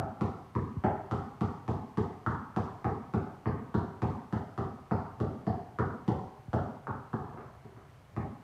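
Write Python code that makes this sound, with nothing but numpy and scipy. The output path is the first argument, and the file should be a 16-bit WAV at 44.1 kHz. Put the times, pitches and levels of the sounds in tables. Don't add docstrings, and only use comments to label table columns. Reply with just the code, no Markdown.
import sys
import numpy as np
from scipy import signal
from scipy.fft import irfft
from scipy.io import wavfile

SR = 44100
rng = np.random.default_rng(int(sys.argv[2]) if len(sys.argv) > 2 else 0)


def store_pcm(level_fs):
    pcm = np.round(np.clip(level_fs, -1, 1) * 32767).astype(np.int16)
    wavfile.write(sys.argv[1], SR, np.atleast_2d(pcm).T)


def volts_from_decibels(level):
    exponent = np.asarray(level, float) / 20
    return 10 ** exponent


N = 371763
LEAD = 4410
TAIL = 28000


def at_hz(points, hz):
    table_hz, value = np.array(points).T[:2]
    return np.interp(np.log(hz), np.log(table_hz), value)


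def noise(size):
    return rng.standard_normal((2, size)) * np.sqrt(SR / 2)


def high_pass(x, order, hz):
    return signal.sosfilt(signal.butter(order, hz, "high", fs=SR, output="sos"), x)


def low_pass(x, order, hz):
    return signal.sosfilt(signal.butter(order, hz, fs=SR, output="sos"), x)


def band_pass(x, low_hz, high_hz):
    return signal.sosfilt(signal.butter(2, [low_hz, high_hz], "band", fs=SR, output="sos"), x)


def bands(white, shape):
    edges = 25 * 2 ** np.arange(0, 9.6, 0.5)
    total = 0
    for k, (low, high) in enumerate(zip(edges, edges[1:])):
        total = total + shape(np.sqrt(low * high)) * band_pass(white[k % len(white)], low, high)
    return total


# frequency in Hz, level in dB per Hz.
BACKGROUND = [(35, -88.5), (60, -83), (130, -73), (180, -89), (260, -93), (750, -92), (1500, -98.5),
              (2800, -107), (4500, -113), (8000, -117), (12000, -121), (16000, -123)]


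def background():
    return bands(noise(N), lambda hz: volts_from_decibels(at_hz(BACKGROUND, hz)))


# frequency in Hz, decay by 60 dB in seconds.
ROOM_T60 = [(50, 0.12), (85, 0.69), (130, 0.49), (220, 0.63), (400, 0.51), (900, 0.85), (1700, 0.66),
            (3000, 0.53), (6400, 0.93), (12000, 0.2)]


def diffuse_tail(build_s, cycles, count):
    t = np.arange(TAIL) / SR

    def envelope(hz):
        clump_db = 2.0 * rng.standard_normal((count, TAIL // 400))
        clumps = np.array([np.interp(t, t[::400], volts_from_decibels(row)) for row in clump_db])
        swell = 1 - np.exp(-(t / (build_s + cycles / hz)) ** 2)
        return clumps * swell * volts_from_decibels(-60 * t / at_hz(ROOM_T60, hz))

    white = noise(count * TAIL).reshape(2, count, TAIL)
    return bands(white, envelope) / SR


def echoes(table, count):
    round_ms, round_loss_db = 9.4, 8.0
    out = np.zeros(SR // 5)
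    rounds = np.arange(count + 1)
    for ms, db in table:
        at = np.round((ms + round_ms * rounds) * SR / 1000).astype(int)
        out[at] += volts_from_decibels(db - round_loss_db * rounds)
    return out


def standing_wave(level_db):
    hz, swell_s, t60_s = 121.86, 0.09, 0.45
    t = np.arange(TAIL) / SR
    swell = 1 - np.exp(-(t / swell_s) ** 4)
    return swell * volts_from_decibels(level_db - 60 * t / t60_s) * np.sin(2 * np.pi * hz * t)


# delay in ms, level in dB.
FAR_ECHOES = [(65.5, -5.0), (78.0, -4.0)]


def push(early, standing_db):
    deep = volts_from_decibels(17.0) * high_pass(diffuse_tail(build_s=0.053, cycles=0.42, count=1)[0], 2, 80)
    deep += standing_wave(standing_db)
    deep[:len(early)] += early + low_pass(echoes(FAR_ECHOES, count=0), 2, 100)
    return signal.fftconvolve(deep, np.hanning(176))


def modes(level_db, table, spread_db):
    t, out = np.arange(4000) / SR, np.zeros(4000)
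    for hz, db, t60 in table:
        luck, side = rng.standard_normal(2)
        decay = volts_from_decibels(level_db + db + spread_db * luck - 60 * t / t60)
        out += np.sign(side) * decay * np.sin(2 * np.pi * hz * t)
    return low_pass(out, 3, 2200)


# frequency in Hz, level in dB, decay by 60 dB in seconds.
BOARDS = [(388.2, -4.5, 0.11), (415, 1.5, 0.044), (507, -3.5, 0.034)]
# frequency in Hz, level in dB, decay by 60 dB in seconds.
LOW_RING = [(606, -10, 0.0083), (684, -6, 0.029), (755, -4.5, 0.041), (838, -10, 0.047)]


def low_ring(push_db, low_db):
    boards = modes(0.64 * push_db + 0.24 * low_db - 18.0, BOARDS, spread_db=1.5)
    return boards + modes(low_db + 7.5, LOW_RING, spread_db=2.5)


# frequency in Hz, level in dB, decay by 60 dB in seconds.
UPPER_RING = [(908, -8, 0.013), (950, -12.5, 0.076), (1112, -1.5, 0.015), (1239, -2.5, 0.014),
              (1306, -4.5, 0.019), (1530, -10.5, 0.012), (1787, -10, 0.01), (1965, -15.5, 0.0056)]


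def upper_ring(upper_db):
    return modes(upper_db + 7.0, UPPER_RING, spread_db=1.74)


# frequency in Hz, level in dB per Hz.
SLAP = [(500, -31), (1200, -14), (1900, 11), (2800, 5.5), (4400, -1), (6600, -8.5), (9800, -16.5),
        (14000, -29)]


def slap(slap_db):
    over_db = np.clip(slap_db + 56.5, -12.0, 12.0)
    tilt_db = -0.13 * over_db
    hz = np.maximum(np.arange(2001) * SR / 4000, 10)
    octaves = np.log2(np.clip(hz, 2100.0, 11500.0) / 3500)
    colour = volts_from_decibels(slap_db + at_hz(SLAP, hz) + tilt_db * octaves)
    delay = np.exp(-2j * np.pi * hz * 0.000789)
    return volts_from_decibels(29.0) * irfft(colour * delay)


def landings(hits, early_table, standing_db=-60.5):
    early, out = echoes(early_table, count=9), np.zeros(LEAD + N + SR)
    thump = push(early, standing_db)
    spaces = volts_from_decibels(27.5) * diffuse_tail(build_s=0.00035, cycles=3.4, count=len(hits))
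    for (s, push_db, low_db, upper_db, slap_db), space in zip(hits, spaces):
        body, skin, tick = low_ring(push_db, low_db), upper_ring(upper_db), slap(slap_db)
        space[:len(early)] += volts_from_decibels(-13.5) * early
        space[round(0.008 * SR)] += volts_from_decibels(0.5)
        direct = volts_from_decibels(-6.5) * body + volts_from_decibels(4.5) * skin + volts_from_decibels(5.5) * tick
        reflected = signal.fftconvolve(body + skin + tick, space)
        at = round(s * SR) + LEAD
        for part in (volts_from_decibels(push_db) * thump, direct, reflected):
            out[at:at + len(part)] += part
    return out[LEAD:LEAD + N]


# start in seconds, then push, low ring, upper ring and slap in dB.
RIGHT_HITS = [(-.0388, -15, -36, -45.5, -70), (0.5515, -11.5, -51, -42, -68.5),
              (1.1117, -13.5, -42, -44, -60.5), (1.679, -12.5, -40.5, -46.5, -63),
              (2.2634, -13, -44.5, -38.5, -64), (2.844, -12.5, -41, -39.5, -66),
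              (3.4577, -11, -41, -41, -78), (4.0196, -10.5, -41, -42, -62),
              (4.5775, -14.5, -44, -43.5, -65.5), (5.201, -12, -42, -45.5, -65),
              (5.7871, -11.5, -41.5, -39, -65), (6.5314, -10.5, -37, -46, -62.5),
              (8.1646, -14.5, -42.5, -47.5, -71.5)]
LEFT_HITS = [(0.2098, -14, -42, -45, -61), (0.8383, -14, -34, -43.5, -68.5),
             (1.4086, -13.5, -42.5, -42.5, -61), (1.9728, -14, -42.5, -43.5, -61.5),
             (2.5627, -15.1, -44, -44, -59.5), (3.1375, -13.4, -41.5, -47, -65.5),
             (3.7426, -12.5, -43, -41, -65.5), (4.3259, -15.5, -45, -48.5, -64.5),
             (4.9108, -13.5, -40.5, -42, -71), (5.4673, -14, -38, -43, -69.5)]
WIDE_HIT = [
    (6.0787, -12.5, -39, -45.5, -61),
]
STRAY_HIT = [
    (6.87, -20.5, -48.5, -45.5, -76),
]
LOOSE_HIT = [
    (7.1313, -17.5, -43.5, -47.5, -72),
    (7.897, -63, -84, -77, -79.5),
]
# start in seconds, push in dB.
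PATTER = [
    (7.282, -35),
    (7.336, -32),
    (7.375, -34),
    (7.41, -38),
    (7.645, -38.5),
    (7.765, -43.5),
]
# delay in ms, level in dB.
RIGHT_ECHOES = [(4.0, -11.6), (10.4, -10), (12.8, -3.7), (30.8, -12.4), (35.2, -6.2), (36.8, -3.5),
                (38.8, -5.4), (41.2, -11)]
LEFT_ECHOES = [(4.4, -4.4), (10.4, -2), (14.8, -13), (24.8, -9.2), (27.2, -3.1), (29.2, -6.7), (38.0, -5.5),
               (62.4, -15)]
WIDE_ECHOES = [(4.4, -1), (10.0, -2.2), (20.4, -10), (26.8, -13.5), (36.4, -9), (38.4, -5), (44.0, -12)]
STRAY_ECHOES = [(13.2, -12), (19.2, -8.5), (27.2, -5.8), (33.2, -6.8), (34.8, -3.7), (36.8, -5.4),
                (78.0, -11), (85.6, -11)]
LOOSE_ECHOES = [(4.0, -8.2), (5.6, -5.3), (10.0, 0.0), (12.4, -0.2), (14.0, -6.6), (17.6, -3.4),
                (31.2, -9.1), (36.4, -10)]


def ball():
    patter = [(s, db, db - 22, db - 23.5, db - 53) for s, db in PATTER]
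    out = landings(RIGHT_HITS, RIGHT_ECHOES, standing_db=-51.5)
    out += landings(LEFT_HITS, LEFT_ECHOES)
    out += landings(WIDE_HIT, WIDE_ECHOES)
    out += landings(STRAY_HIT, STRAY_ECHOES)
    out += landings(LOOSE_HIT + patter, LOOSE_ECHOES)
    return high_pass(high_pass(out, 4, 90), 2, 42)


# start in seconds, level in dB, pitch in Hz,
# decay by 60 dB in seconds.
RATTLES = [(0.211, -69, 4210, 0.45), (3.468, -65.5, 4630, 0.23), (3.746, -62, 3950, 0.49),
           (4.58, -76, 4860, 0.95), (4.915, -67, 4660, 0.62), (5.471, -67, 4600, 0.55)]


def rattles():
    out, t = np.zeros(N), np.arange(TAIL) / SR
    for s, db, hz, t60 in RATTLES:
        buzz = band_pass(rng.standard_normal(TAIL), hz * 0.9, hz * 1.1)
        buzz *= volts_from_decibels(14.0 + db - 60 * t / t60) * np.minimum(t / 0.004, 1)
        out[round(s * SR):][:TAIL] += buzz
    return out


# start in seconds, peak in dB, start and end pitch in Hz,
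# length in seconds.
THUDS = [
    (0.766, -28, 305, 72.4, 0.05),
    (6.481, -36, 323, 68.5, .04),
]


def thuds():
    out = np.zeros(N)
    for s, db, start_hz, end_hz, length in THUDS:
        u = np.arange(round(length * SR)) / (length * SR)
        hz = end_hz + (start_hz - end_hz) * np.exp(-u / 0.15)
        shape = np.sin(np.pi * u ** 0.48) ** 2.2
        out[round(s * SR):][:len(u)] -= volts_from_decibels(db) * shape * np.sin(2 * np.pi * np.cumsum(hz) / SR)
    return out


def scene():
    return (background() + ball() + rattles() + thuds())[None]


def top_cut(x):
    return signal.sosfilt(signal.butter(12, 15150, fs=SR, output="sos"), x)


def record(dry):
    return top_cut(dry)


dry = scene()
out = record(dry)
store_pcm(out)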